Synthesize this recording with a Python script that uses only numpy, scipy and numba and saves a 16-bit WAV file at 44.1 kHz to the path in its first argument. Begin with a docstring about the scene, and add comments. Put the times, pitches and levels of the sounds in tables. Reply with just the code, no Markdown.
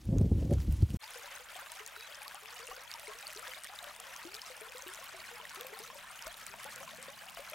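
"""A shallow river edge in stereo, close to the microphone: patchy noise for the hiss, damped gliding sines for
the bubbles, plinks and plops, low gurgles by a stump on the left, one faint bird note, a distant low drone.
Before it, for about a second and in mono, the hand-held microphone is pushed through tall plants in wind:
shaped noise and damped sines for the air that buffets it and the leaves that rustle and tick on its case. Then
the scene changes: the plants break off and, after a moment of near silence, the river fades in quickly."""
import sys
import numpy as np
from scipy import signal
from scipy.fft import rfft, irfft, next_fast_len
from scipy.io import wavfile
from scipy.ndimage import uniform_filter1d, map_coordinates
from numba import njit

SR = 44100
rng = np.random.default_rng(int(sys.argv[2]) if len(sys.argv) > 2 else 0)


def elevation(decibels):
    """Turn decibel levels (scalar or array-like) into linear amplitude ratios."""
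    levels = np.asarray(decibels, float)
    return 10 ** (levels / 20)


def dump(signal):
    """Clip the signal to [-1, 1] and save it as 16-bit WAV at the path in sys.argv[1]."""
    limited = np.clip(np.atleast_2d(signal).T, -1, 1)
    pcm = np.round(limited * 32767).astype(np.int16)
    wavfile.write(sys.argv[1], SR, pcm)


N = 332514
T = np.arange(N) / SR


def unit(x):
    """Scales to rms 1."""
    return x / np.sqrt(np.mean(x ** 2) + 1e-20)


def along(points, hz):
    """Reads (Hz, value) points on a log frequency axis."""
    f, v = np.transpose(points)
    return np.interp(np.log(hz + 1), np.log(f + 1), v, left=v[0], right=v[-1])


def curves(rows):
    """Gives one value per sample for each column after the time."""
    s, *columns = np.transpose(rows)
    return [np.interp(T, s, column) for column in columns]


def wobble(rate):
    """A smooth random curve with rate knots a second."""
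    knots = rng.standard_normal(int(N * rate / SR) + 4)
    return map_coordinates(knots, [T * rate])


def filtered(x, response):
    """Multiplies the spectrum of x by a response of frequency."""
    m = next_fast_len(N + 8192)
    return irfft(rfft(x, m) * response(np.fft.rfftfreq(m, 1 / SR)), m)[..., :N]


def rush(spectrum, alike, patchy_db):
    """Turbulence: stereo noise of rms 1 with brief, tall patches of random gain."""
    z = signal.stft(rng.standard_normal((2, N)), nperseg=256)[2]
    field = uniform_filter1d(rng.standard_normal(z.shape[1:]), size=24, axis=0)  # tall in frequency
    field = uniform_filter1d(field, size=3, axis=1)  # brief in time
    pair = signal.istft(z * elevation(patchy_db * unit(field)), nperseg=256)[1][:, :N]

    def mid_side_response(hz):
        turn = np.arccos(np.clip(along(alike, hz), -1, 1)) / 2
        return elevation(along(spectrum, hz)) * [np.cos(turn), np.sin(turn)]

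    mid, side = filtered(pair, mid_side_response)
    return unit(np.array([mid + side, mid - side]))


@njit
def add(out, start, left, right, step, glide, curl, decay, attack, phase, lead):
    """Sums damped sines whose pitch glides, then curls up; times in samples, pitch in radians a sample."""
    for k in range(len(start)):
        for i in range(min(int(7 * decay[k]), out.shape[1] - start[k])):
            reach = 2 * decay[k]
            turn = step[k] * i * (1 + curl * (i / decay[k]) ** 3 / 4)
            turn += glide[k] * reach * (i - reach * (1 - np.exp(-i / reach)))
            v = np.exp(-i / decay[k]) * (1 - np.exp(-i / attack[k]))
            out[0, start[k] + i] += left[k] * v * np.sin(turn + phase[k] + lead[k])
            out[1, start[k] + i] += right[k] * v * np.sin(turn + phase[k] - lead[k])


def rings(s, db, hz, glide_hz, decay_s, pan_db, soft, curl=0):
    """Bubbles and taps: each a damped sine whose swell lasts the share soft of its decay time."""
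    out, one = np.zeros((2, N)), np.ones(len(s))
    radians = 2 * np.pi / SR
    lead = 0.038 * pan_db * one  # radians: the nearer, louder port also hears it first
    soft = max(soft, 1e-3)
    peak = (1 + 1 / soft) ** soft * (1 + soft)  # undoes the loss of height that the swell causes
    left = peak * elevation(db + pan_db / 2)
    right = peak * elevation(db - pan_db / 2)
    decay = decay_s * one * SR
    phase = 2 * np.pi * rng.random(len(s))
    add(out, (s * SR).astype(np.int64), left, right, hz * radians, glide_hz * one * radians / SR,
        float(curl), decay, soft * decay, phase, lead)
    return out


def bursts(s, db, decay_s):
    """An envelope that jumps at each time and dies away."""
    spikes = np.bincount((s * SR).astype(int), elevation(db), N)
    return signal.lfilter([1], [1, -np.exp(-1 / (decay_s * SR))], spikes)


def swells(s, height, width_s):
    """A smooth hump around each time, within the first second only."""
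    head = T[:SR + 1]
    humps = (height[:, None] * np.exp(-((head - s[:, None]) / width_s) ** 2)).sum(axis=0)
    return np.pad(humps, (0, N - len(head)))


# Wind on the microphone. Each row: time in seconds, strength in dB ahead of the wobble and microphone response.
WIND = [(0.0, -59.5), (0.09, -27.5), (0.198, -29), (0.216, -25.5), (0.288, -32.5), (0.32, -26.5),
        (0.36, -30.5), (0.488, -29.5), (0.516, -27), (0.598, -27.5), (0.628, -39), (0.696, -25),
        (0.772, -39.5), (0.832, -22), (0.878, -49), (0.956, -26.5), (0.97, -36)]
# Sudden eddies that slap the port. Each row: time in seconds, peak in dB and peak of the sharper ripple on it
# in dB, both ahead of the microphone response.
SLAPS = [(0.094, -23.5, -44), (.13, -21, -38.5), (.167, -21, -33), (0.198, -43, -34), (0.214, -18, -27.5),
         (0.248, -26, -34.5), (.264, -23.5, -35), (.32, -19.5, -28.5), (0.367, -28.5, -54),
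         (0.384, -35, -42), (.428, -33, -34), (.452, -32, -48), (0.499, -40, -33.5), (.518, -20.5, -27.5),
         (.525, -40, -29), (0.556, -43, -45), (.686, -26.5, -50), (0.814, -34, -60), (.829, -22.5, -49),
         (.906, -36.5, -52), (.946, -24.5, -39.5)]
# Tone of the air: deep buffets, faster eddies, their whisking top.
# Each row: frequency in Hz, relative level in dB per Hz.
BUFFET = [(15, -42), (25, -9), (43, -2), (64, 3), (150, -11.5), (200, -35), (330, -120)]
EDDIES = [(60, -43), (130, -5), (200, -0.5), (330, -5), (450, -22), (700, -38)]
WHISK = [(200, -38), (380, -7.5), (520, 1.5), (750, -10), (1100, -27), (2000, -51)]
# Fast eddies lie under the mean wind, die down as the plants close in and swell around each slap.
EDDY_DB, EDDY_DB_PER_S, EDDY_MEAN_S, SWELL_S, SWELL_DB = -8, -8, 0.11, 0.012, -5
SLAP_HZ, RIPPLE_HZ, SLAP_RISE_S = 177, 410, 0.0045
OVERLOAD = 0.18  # amplitude near which the microphone flattens pushes


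def wind():
    """Air buffets the port: noise that reaches higher in stronger eddies, slaps as heavily damped sines."""
    mono = [(100, 1)]
    slow_db, = curves(WIND)
    s, db, ripple_db = np.transpose(SLAPS)
    calm_db = uniform_filter1d(slow_db, int(EDDY_MEAN_S * SR)) + EDDY_DB + EDDY_DB_PER_S * T
    slap_swell = swells(s + SLAP_RISE_S / 2, elevation(ripple_db + SWELL_DB), SWELL_S)
    fast_db = 20 * np.log10(elevation(calm_db) + slap_swell)
    lumps = wobble(45.1)
    air = elevation(slow_db + 1.8 * wobble(20.5)) * rush(BUFFET, mono, patchy_db=1.1)
    air += elevation(fast_db - 4 + 2.0 * lumps) * rush(EDDIES, mono, patchy_db=2.1)
    air += elevation(1.41 * fast_db - 2.5 + 5.0 * lumps) * rush(WHISK, mono, patchy_db=-0.6)
    air += rings(s - SLAP_RISE_S, db, SLAP_HZ + 0 * s, 0, 0.0033, 0, soft=3.0)
    air += rings(s - SLAP_RISE_S / 2, ripple_db, RIPPLE_HZ + 0 * s, 0, 0.0021, 0, soft=3)
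    # the microphone loses the slowest pushes, and moving air has no sharp edges
    air = filtered(air, lambda f: 1 / (1 + (42 / (f + 1)) ** 4) / (1 + (f / 1100) ** 4))
    return air / (1 + (air / OVERLOAD) ** 4) ** (1 / 4)


# Leaves flick the case. Each row: start in seconds, peak in dB, pitch in Hz.
TICKS = [(.054, -47, 10590), (.184, -36.5, 6440), (.2129, -44, 8650), (.453, -47, 6890), (.509, -44, 10340),
         (.5276, -40, 9100), (.536, -39, 6500), (.5836, -45.5, 1380), (.6026, -45, 7100),
         (.6195, -47, 15250), (.7251, -38.5, 14600), (.8224, -44, 4420), (.9039, -42.5, 2950)]
# Stems drag along the case. Each row: time in seconds, extra level in dB.
LEAVES = [(.4, 2.5), (.53, 3), (.61, 3.5), (.72, 4), (.79, 1.5), (.91, 0.5), (.97, 5)]
# Tone of the rustle. Each row: frequency in Hz, relative level in dB per Hz.
RUSTLE = [(530, -3), (900, 0.5), (1320, -3.5), (3110, -2.5), (4860, -5.5), (5480, -5), (14900, -12),
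          (16000, -15)]
TICK_S, TICK_SLOPE = 0.00047, -0.47  # decay at 7 kHz, its power of pitch
LEAF_DB, LEAF_DB_PER_S, DRAG_S = -63.3, 4.5, 0.034  # the rustle grows as the microphone pushes in


def leaves():
    """Leaves at the case: short damped sines tick, each with a burst of scrape, over rustling noise."""
    s, db, hz = np.transpose(TICKS)
    ticks = rings(s, db, hz, 0, TICK_S * (hz / 7000) ** TICK_SLOPE, 0, soft=0.27)
    leaf_db = LEAF_DB + LEAF_DB_PER_S * T + swells(*np.transpose(LEAVES), DRAG_S)
    scrape = elevation(leaf_db + 0.88 * wobble(92.4)) + bursts(s, db - 9.0, 0.0021)
    return ticks + scrape * rush(RUSTLE, [(100, 1)], patchy_db=2.0)


def swarm(count, centre_hz, octaves, cycles, spread_db, width_db, clump, lean_db=1):
    """Random bubbles of rms 1, in clumps; the pitch rises a little as each one surfaces."""
    u, z = rng.random((count, 2)), rng.standard_normal((count, 3))
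    odds = np.cumsum(np.exp(clump * wobble(25)))
    s = np.interp(u[:, 0] * odds[-1], odds, T)
    hz = np.clip(450 + centre_hz * 2 ** (octaves * z[:, 0]), 0, 16000)
    decay_s = cycles * 2 ** (0.86 * z[:, 1]) / hz
    size_db = np.minimum(-spread_db * np.log(u[:, 1]), 2.53 * spread_db)
    pan_db = lean_db + width_db * z[:, 2]
    return unit(rings(s, size_db, hz, 0.058 * hz / decay_s, decay_s, pan_db, soft=0.15))


# The river's flow. Each row: time in seconds, level in dB ahead of the offsets and ripples below.
RIVER = [(1.05, -52.5), (1.25, -52), (1.47, -53), (2.13, -54), (2.33, -53), (2.48, -52), (2.64, -53),
         (3.2, -53), (3.51, -51.5), (3.6, -53.5), (4.0, -53.5), (4.16, -51.5), (4.36, -53.5), (5.33, -52),
         (6.07, -53), (6.47, -53.5), (6.67, -51), (6.83, -52.5), (7.3, -53.5), (7.54, -53.5)]
# Tone of the stream and of the finer spray. Each row: frequency in Hz, relative level in dB per Hz.
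STREAM = [(250, -29), (430, -8.5), (620, 1), (1000, 1), (1740, 1), (2500, 3), (3600, -5.5), (6000, -34)]
SPRAY = [(1500, -22), (3000, 4.5), (4400, 2), (9000, 0.5), (12000, -1), (15000, -3.5), (17000, -6)]
# How alike the two ports hear the water and the breeze.
# Each row: frequency in Hz, left-right likeness from -1 to 1.
ALIKE = [(60, -0.74), (130, -0.12), (290, -0.24), (640, 0.99), (1410, 0.81), (3100, 0.76), (6820, 0.95),
         (15000, 1)]
STREAM_DB, SPRAY_DB = 1.83, -2.5  # over the flow level


def stream_and_spray():
    """The river's bed of sound: patchy noise for hiss and mist, under swarms of bubbles, large to tiny."""
    flow_db, = curves(RIVER)
    ripple, patter = wobble(13), wobble(70)
    hiss = 0.5 * elevation([[0.6], [-0.6]]) * rush(STREAM, ALIKE, patchy_db=2)
    plops = 0.69 * swarm(count=6000, centre_hz=1346, octaves=0.762, cycles=4.1,
                         spread_db=3.5, width_db=5, clump=0.35)
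    plops += 0.19 * swarm(count=260, centre_hz=169.4, octaves=0.852, cycles=6.6,
                          spread_db=3.5, width_db=1.0, clump=0.5, lean_db=9.5)
    mist = 0.67 * elevation(1.03 * patter + 1.54 * wobble(250)) * rush(SPRAY, ALIKE, patchy_db=2.5)
    fizz = 0.5 * swarm(count=6000, centre_hz=7100, octaves=0.64, cycles=1.43,
                       spread_db=9.5, width_db=-2.5, clump=0.8)
    fizz += 0.5 * swarm(count=1500, centre_hz=4208, octaves=0.6, cycles=7.9,
                        spread_db=4.5, width_db=9.0, clump=0.6)
    stream = elevation(STREAM_DB + flow_db + 1.05 * ripple + 1.03 * patter) * (hiss + plops)
    spray = elevation(SPRAY_DB + flow_db + 0.99 * ripple) * (mist + fizz)
    return stream + spray


# Tone of the distant drone. Each row: frequency in Hz, relative level in dB per Hz.
DRONE = [(60, -20), (110, -0.5), (170, 3.5), (240, 1.5), (400, -28)]


def drone():
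    """A distant low drone: wavering low noise that draws nearer, 3 dB louder each second."""
    return elevation(-89 + 3 * T + 2.0 * wobble(3.024)) * rush(DRONE, [(100, 0.16)], patchy_db=0.0)


# Tone of the light air. Each row: frequency in Hz, relative level in dB per Hz.
BREEZE = [(15, -14), (28, 2.5), (60, 1), (120, -11), (300, -21), (600, -33)]


def breeze():
    """Light air: low noise that moves the two ports partly against each other."""
    return elevation(-68.5 + 1.1 * wobble(4.66)) * rush(BREEZE, ALIKE, patchy_db=0.0)


# Large trapped bubbles. Each row: start in seconds, peak in dB ahead of the tremble, pitch in Hz, initial glide
# in Hz per second.
GURGLES = [(1.031, -47, 860, 990), (1.157, -47, 507, -2000), (1.191, -64, 435, 360), (1.23, -52, 756, 1800),
           (1.397, -53, 497, 100), (1.558, -46.5, 702, 4600), (1.79, -46, 1320, -2200),
           (1.802, -51.5, 423, 350), (1.84, -67, 426, 1100), (1.97, -57, 406, 1800),
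           (2.173, -55, 601, -3600), (2.213, -48, 845, -740), (2.259, -43.5, 1090, 4700),
           (2.345, -45, 753, 7500), (2.425, -55, 424, 480), (2.52, -58, 462, 1500),
           (2.596, -51.5, 459, 100), (2.63, -53, 483, 2200), (2.686, -48, 471, 1500),
           (2.712, -49, 787, -2600), (2.713, -42.5, 1055, 14000), (2.726, -55, 452, 3300),
           (2.775, -56, 470, 1500), (2.947, -45.5, 950, -2500), (3.037, -53, 585, -250),
           (3.08, -46.5, 435, -720), (3.093, -51.5, 663, -2600), (3.15, -58, 453, 1200),
           (3.36, -46.5, 378, 3400), (3.48, -50, 531, -1260), (3.564, -51.5, 623, -1200),
           (3.574, -50, 1092, 3800), (3.694, -47, 731, 2400), (3.722, -51, 830, -1050),
           (3.825, -46.5, 705, -450), (3.869, -49, 590, -200), (3.989, -59.5, 474, 100),
           (4.0, -52.5, 735, 1200), (4.157, -49, 1123, 3000), (4.192, -47, 890, 4500),
           (4.25, -44, 320, 1350), (4.335, -57, 396, 1802), (4.454, -55.5, 690, 600),
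           (4.5, -48, 530, -1600), (4.56, -65, 475, 1600), (4.608, -55, 594, 3400),
           (4.614, -49.5, 434, 600), (4.668, -56, 420, 2600), (4.749, -43.5, 500, 100),
           (4.83, -56, 519, 2600), (4.863, -47.5, 360, 280), (4.987, -49.5, 610, 5600),
           (5.026, -48.5, 1080, 1500), (5.138, -54.5, 389, -900), (5.144, -47.5, 648, 2200),
           (5.31, -57, 466, 670), (5.324, -54, 463, 960), (5.37, -51.5, 842, 100), (5.396, -56, 457, 98),
           (5.4, -43.5, 995, -3000), (5.43, -51, 628, -3200), (5.559, -44.5, 1275, 100),
           (5.571, -49, 364, 2200), (5.603, -44.5, 455, 2600), (5.647, -43.5, 527, -1140),
           (5.697, -57, 410, -360), (5.725, -48, 423, 1100), (5.769, -49, 778, 340),
           (5.801, -49.5, 410, 2500), (5.88, -58.5, 468, 700), (5.901, -43, 1003, 6000),
           (5.929, -54, 588, 2250), (5.948, -53, 904, 2200), (5.956, -48.5, 582, -1140),
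           (6.262, -54, 1013, 2800), (6.268, -38, 613, 2800), (6.499, -63, 392, 240),
           (6.537, -49, 923, 3300), (6.538, -57, 630, 1800), (6.612, -48, 1070, 400),
           (6.651, -48.5, 507, 4300), (6.661, -42.5, 860, -1700), (6.763, -56.5, 520, -960),
           (6.803, -49, 1026, 2900), (6.807, -48, 530, 1850), (6.83, -52, 662, -260),
           (6.876, -44, 1050, -1500), (6.915, -58, 558, 1800), (6.932, -52, 625, 1130),
           (6.984, -51, 478, 2700), (7.056, -50.5, 1040, 4300), (7.082, -47, 534, 1700),
           (7.263, -54, 762, 100), (7.371, -47, 1090, 2000), (7.372, -43.5, 692, -1750),
           (7.393, -45, 533, 2500), (7.52, -49, 583, 1800), (7.533, -41.5, 610, 1500),
           (7.533, -43, 1320, 100)]
# T60 of a gurgle of 500 Hz and -50.5 dB; higher and harder ones die sooner (power of pitch, share per dB).
GURGLE_T60_S, GURGLE_SLOPE, GURGLE_PER_DB = 0.17, -0.75, -0.0353
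STUMP_PAN_DB, PAN_DB_PER_OCTAVE = 5.5, -3  # the 500 Hz ones sit left by the stump, higher ones nearer the middle


def gurgles():
    """Large bubbles by the stump: gliding damped sines that tremble, with a short splash of noise."""
    s, db, hz, glide_hz = np.transpose(GURGLES)
    t60_s = GURGLE_T60_S * (hz / 500) ** GURGLE_SLOPE * np.exp(GURGLE_PER_DB * (db + 50.5))
    pan_db = STUMP_PAN_DB + PAN_DB_PER_OCTAVE * np.log2(hz / 500) + 0.99 * rng.standard_normal(len(s))
    notes = rings(s, db, hz, glide_hz, t60_s / np.log(1000), pan_db, soft=0.033, curl=0.0062)
    # the surface above a big bubble keeps moving, so its note trembles
    notes *= elevation(2 * wobble(120))
    # higher ones come from water folding over, so their splash is stronger
    splash = bursts(s, db - 8.5 + 6 * np.log2(hz / 700), 0.0071)
    return notes + splash * rush(STREAM, ALIKE, patchy_db=5)


def faint_plinks():
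    """Rows of fainter pops at random times, in the columns of PLINKS."""
    z = rng.standard_normal((120, 4))
    s = rng.uniform(FADE_TO_S, T[-1], len(z))
    hz = np.clip(5180 * 2 ** (0.99 * z[:, 0]), 1300, 15400)
    decay_ms = 1000 * 4.4 * 2 ** (0.45 * z[:, 1]) / hz  # around 4.4 cycles
    return np.transpose([s, -43.5 + 2.3 * z[:, 2], hz, decay_ms, 2.0 + 4.1 * z[:, 3]])


# The clearest small bubbles that pop near the microphone. Each row: start in seconds, peak in dB, pitch in Hz,
# decay in ms, left over right in dB.
PLINKS = [(1.0403, -38.5, 4820, .5, -3), (1.0779, -40, 3490, .9, 2), (1.1066, -36, 10250, 0.43, 4),
          (1.1363, -37, 10500, .45, 2), (1.2332, -41.5, 6460, .45, 0), (1.3608, -37.5, 8900, 0.64, 2),
          (1.5539, -42, 3660, .9, 7), (1.5644, -37.5, 3060, .65, 2), (1.7188, -30.5, 9470, .2, 0),
          (1.7945, -40.5, 2870, 1.8, -3), (1.8632, -32, 6660, 0.56, 5), (1.8763, -34, 8550, .35, -3),
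          (1.963, -38.5, 1430, 2.6, 1), (2.0083, -37.5, 4480, 0.69, 4), (2.0247, -43.5, 2580, 5.3, 1),
          (2.1464, -38.5, 5160, 1.1, -2), (2.218, -39.5, 2440, 2, 4), (2.2311, -38.5, 9820, 0.87, 2),
          (2.2802, -30.5, 4480, .35, -3), (2.3457, -35.5, 9350, 0.32, -1), (2.4578, -37.5, 2520, 0.97, 9),
          (2.5057, -38.5, 4390, 0.51, 0), (2.591, -40, 6800, .6, 0), (2.67, -36, 9470, .45, -2),
          (2.8363, -39, 11280, 0.24, 3), (2.9151, -30.5, 4570, 0.55, -4), (2.939, -32.5, 5500, 1, 2),
          (2.9965, -32, 9220, .2, 1), (3.0712, -39, 2200, 2.8, 3), (3.0797, -38, 8870, .6, 5),
          (3.1873, -41, 5900, 1.1, 4), (3.2687, -32, 4500, 1.7, 1), (3.2778, -34.5, 9500, .7, -7),
          (3.3028, -36.5, 2420, 1.2, 1), (3.3269, -40, 1860, 1.5, 3), (3.3323, -34.5, 12140, .2, 4),
          (3.3632, -35.5, 6120, .45, 7), (3.3745, -34.5, 4480, .55, -5), (3.3943, -34, 8350, .6, 0),
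          (3.4703, -37.5, 1680, 2, -2), (3.4734, -37.5, 3500, .9, 3), (3.48, -36, 8010, 0.31, 4),
          (3.5355, -37, 2200, 2, -4), (3.6364, -33, 8350, 0.42, 1), (3.6444, -31.5, 9500, 0.51, 1),
          (3.6503, -38.5, 1850, 2.4, 0), (3.671, -38.5, 2220, 1.2, -1), (3.7886, -33.5, 3740, 1.5, 3),
          (3.8278, -38, 8500, 0.6, -1), (3.8424, -35.5, 3170, 0.58, 3), (3.963, -36.5, 8700, 0.3, 2),
          (4.0013, -33, 9600, 0.42, -2), (4.163, -32.5, 6200, 0.39, 3), (4.3428, -41, 3020, 1.2, 0),
          (4.3434, -34, 5030, 1, 5), (4.35, -30.5, 4300, 0.33, 5), (4.357, -37, 7670, .15, 13),
          (4.366, -39.5, 3840, 1, 3), (4.4175, -33.5, 5130, 0.96, 3), (4.463, -37, 5600, 0.64, 0),
          (4.5674, -39, 9040, .55, 4), (4.7212, -38, 2520, 1.1, 3), (4.772, -37, 4000, .7, 2),
          (4.782, -33.5, 8200, 0.38, -3), (4.8223, -33.5, 6330, 0.65, 4), (4.8747, -37, 2820, 0.92, 0),
          (4.8811, -33.5, 12800, .35, 4), (4.9373, -33, 8800, 0.4, 5), (4.947, -33, 6450, .3, 7),
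          (5.0423, -35.5, 12830, 0.41, 3), (5.2027, -39, 4500, 1.2, 3), (5.4524, -37.5, 1890, 2.4, -1),
          (5.4951, -36, 6550, 0.19, 5), (5.5475, -35, 9820, 0.27, 5), (5.6097, -37.5, 3490, 0.76, 7),
          (5.6101, -31, 12200, 0.33, -4), (5.668, -34, 13950, 0.55, 0), (5.7901, -37, 14990, .16, 2),
          (5.837, -38.5, 6160, 0.63, 1), (6.113, -39.5, 8700, 0.74, 3), (6.1914, -37.5, 2930, 1.3, -1),
          (6.224, -34, 5600, 0.5, -5), (6.2677, -32, 7060, 0.17, 0), (6.27, -32, 1280, 0.78, 0),
          (6.2783, -33.5, 13100, 0.22, -8), (6.3423, -35, 3770, 0.64, -1), (6.466, -30.5, 7800, 0.23, -4),
          (6.4667, -40.5, 2230, 1.9, -1), (6.632, -36, 10510, .27, 0), (6.643, -32, 10600, 0.49, 3),
          (6.76, -31.5, 7800, 0.32, -3), (6.8298, -35.5, 1280, 0.87, 3), (6.8786, -40.5, 2540, 1.1, 3),
          (6.973, -39, 7740, 0.31, 0), (7.0273, -33, 8610, .47, 4), (7.2976, -35, 10160, 0.15, 8),
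          (7.3723, -38, 1240, 1.1, 6), (7.4989, -32, 13000, 0.29, -2), (7.5134, -36, 10000, .24, 3)]


def plinks():
    """Small bubbles pop: each a damped sine of rising pitch, and a snap of noise as its film bursts."""
    s, db, hz, decay_ms, pan_db = np.vstack([PLINKS, faint_plinks()]).T
    decay_s = decay_ms / 1000
    # each starts a little under its pitch and rises through it
    pops = rings(s, db, 0.978 * hz, 0.025 * hz / decay_s, decay_s, pan_db, soft=0.27)
    return pops + bursts(s, db - 9.5, 0.0018) * rush(SPRAY, ALIKE, patchy_db=1.0)


# One faint bird note. Each row: time in seconds, pitch in Hz, rms level in dB midway between the two ports.
BIRD = [(1.945, 3950, -70), (1.97, 3910, -61), (2.03, 3870, -59), (2.058, 4050, -58), (2.072, 3800, -60),
        (2.088, 3100, -65), (2.095, 2900, -75)]


def bird():
    """A thin whistle, a sine that bends down at its end, a little right of the middle."""
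    hz, db = curves(BIRD)
    on = (T > BIRD[0][0]) & (T < BIRD[-1][0])
    whistle = np.sqrt(2) * on * elevation(db) * np.sin(2 * np.pi * np.cumsum(hz) / SR)
    return whistle * elevation([[-1.5], [1.5]])


# Wavelets that thud against the bank. Each row: start in seconds, peak in dB, pitch in Hz, left over right in dB.
THUDS = [(2.699, -61, 41, 2), (6.255, -55, 45.2, -1.5), (7.361, -62, 40.4, 3.0)]


def thuds():
    """Wavelets meet the bank: very low damped sines."""
    s, db, hz, pan_db = np.transpose(THUDS)
    return rings(s, db, hz, 0, 0.03, pan_db, soft=0.23)


PLANTS_END_S, FADE_FROM_S, FADE_TO_S = 0.971, 0.99, 1.033


def scene():
    """The plants, a moment of near silence, then the river edge fades in; a very faint steady hiss throughout."""
    plants = (wind() + leaves()) * np.clip((PLANTS_END_S - T) / 0.0012, 0, 1)
    river = stream_and_spray() + drone() + breeze() + gurgles() + plinks() + bird() + thuds()
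    fade = np.clip((T - FADE_FROM_S) / (FADE_TO_S - FADE_FROM_S), 0, 1)
    return plants + fade * river + elevation(-105) * rng.standard_normal(N)


def band_limit(x):
    """A steep low-pass at the top of the band."""
    return signal.sosfilt(signal.butter(12, 16810, fs=SR, output="sos"), x)


def record(dry):
    """Band limit: nothing above 15850 Hz is passed on."""
    mix = filtered(dry, lambda hz: hz < 15850)
    return band_limit(mix)


dry = scene()
out = record(dry)
dump(out)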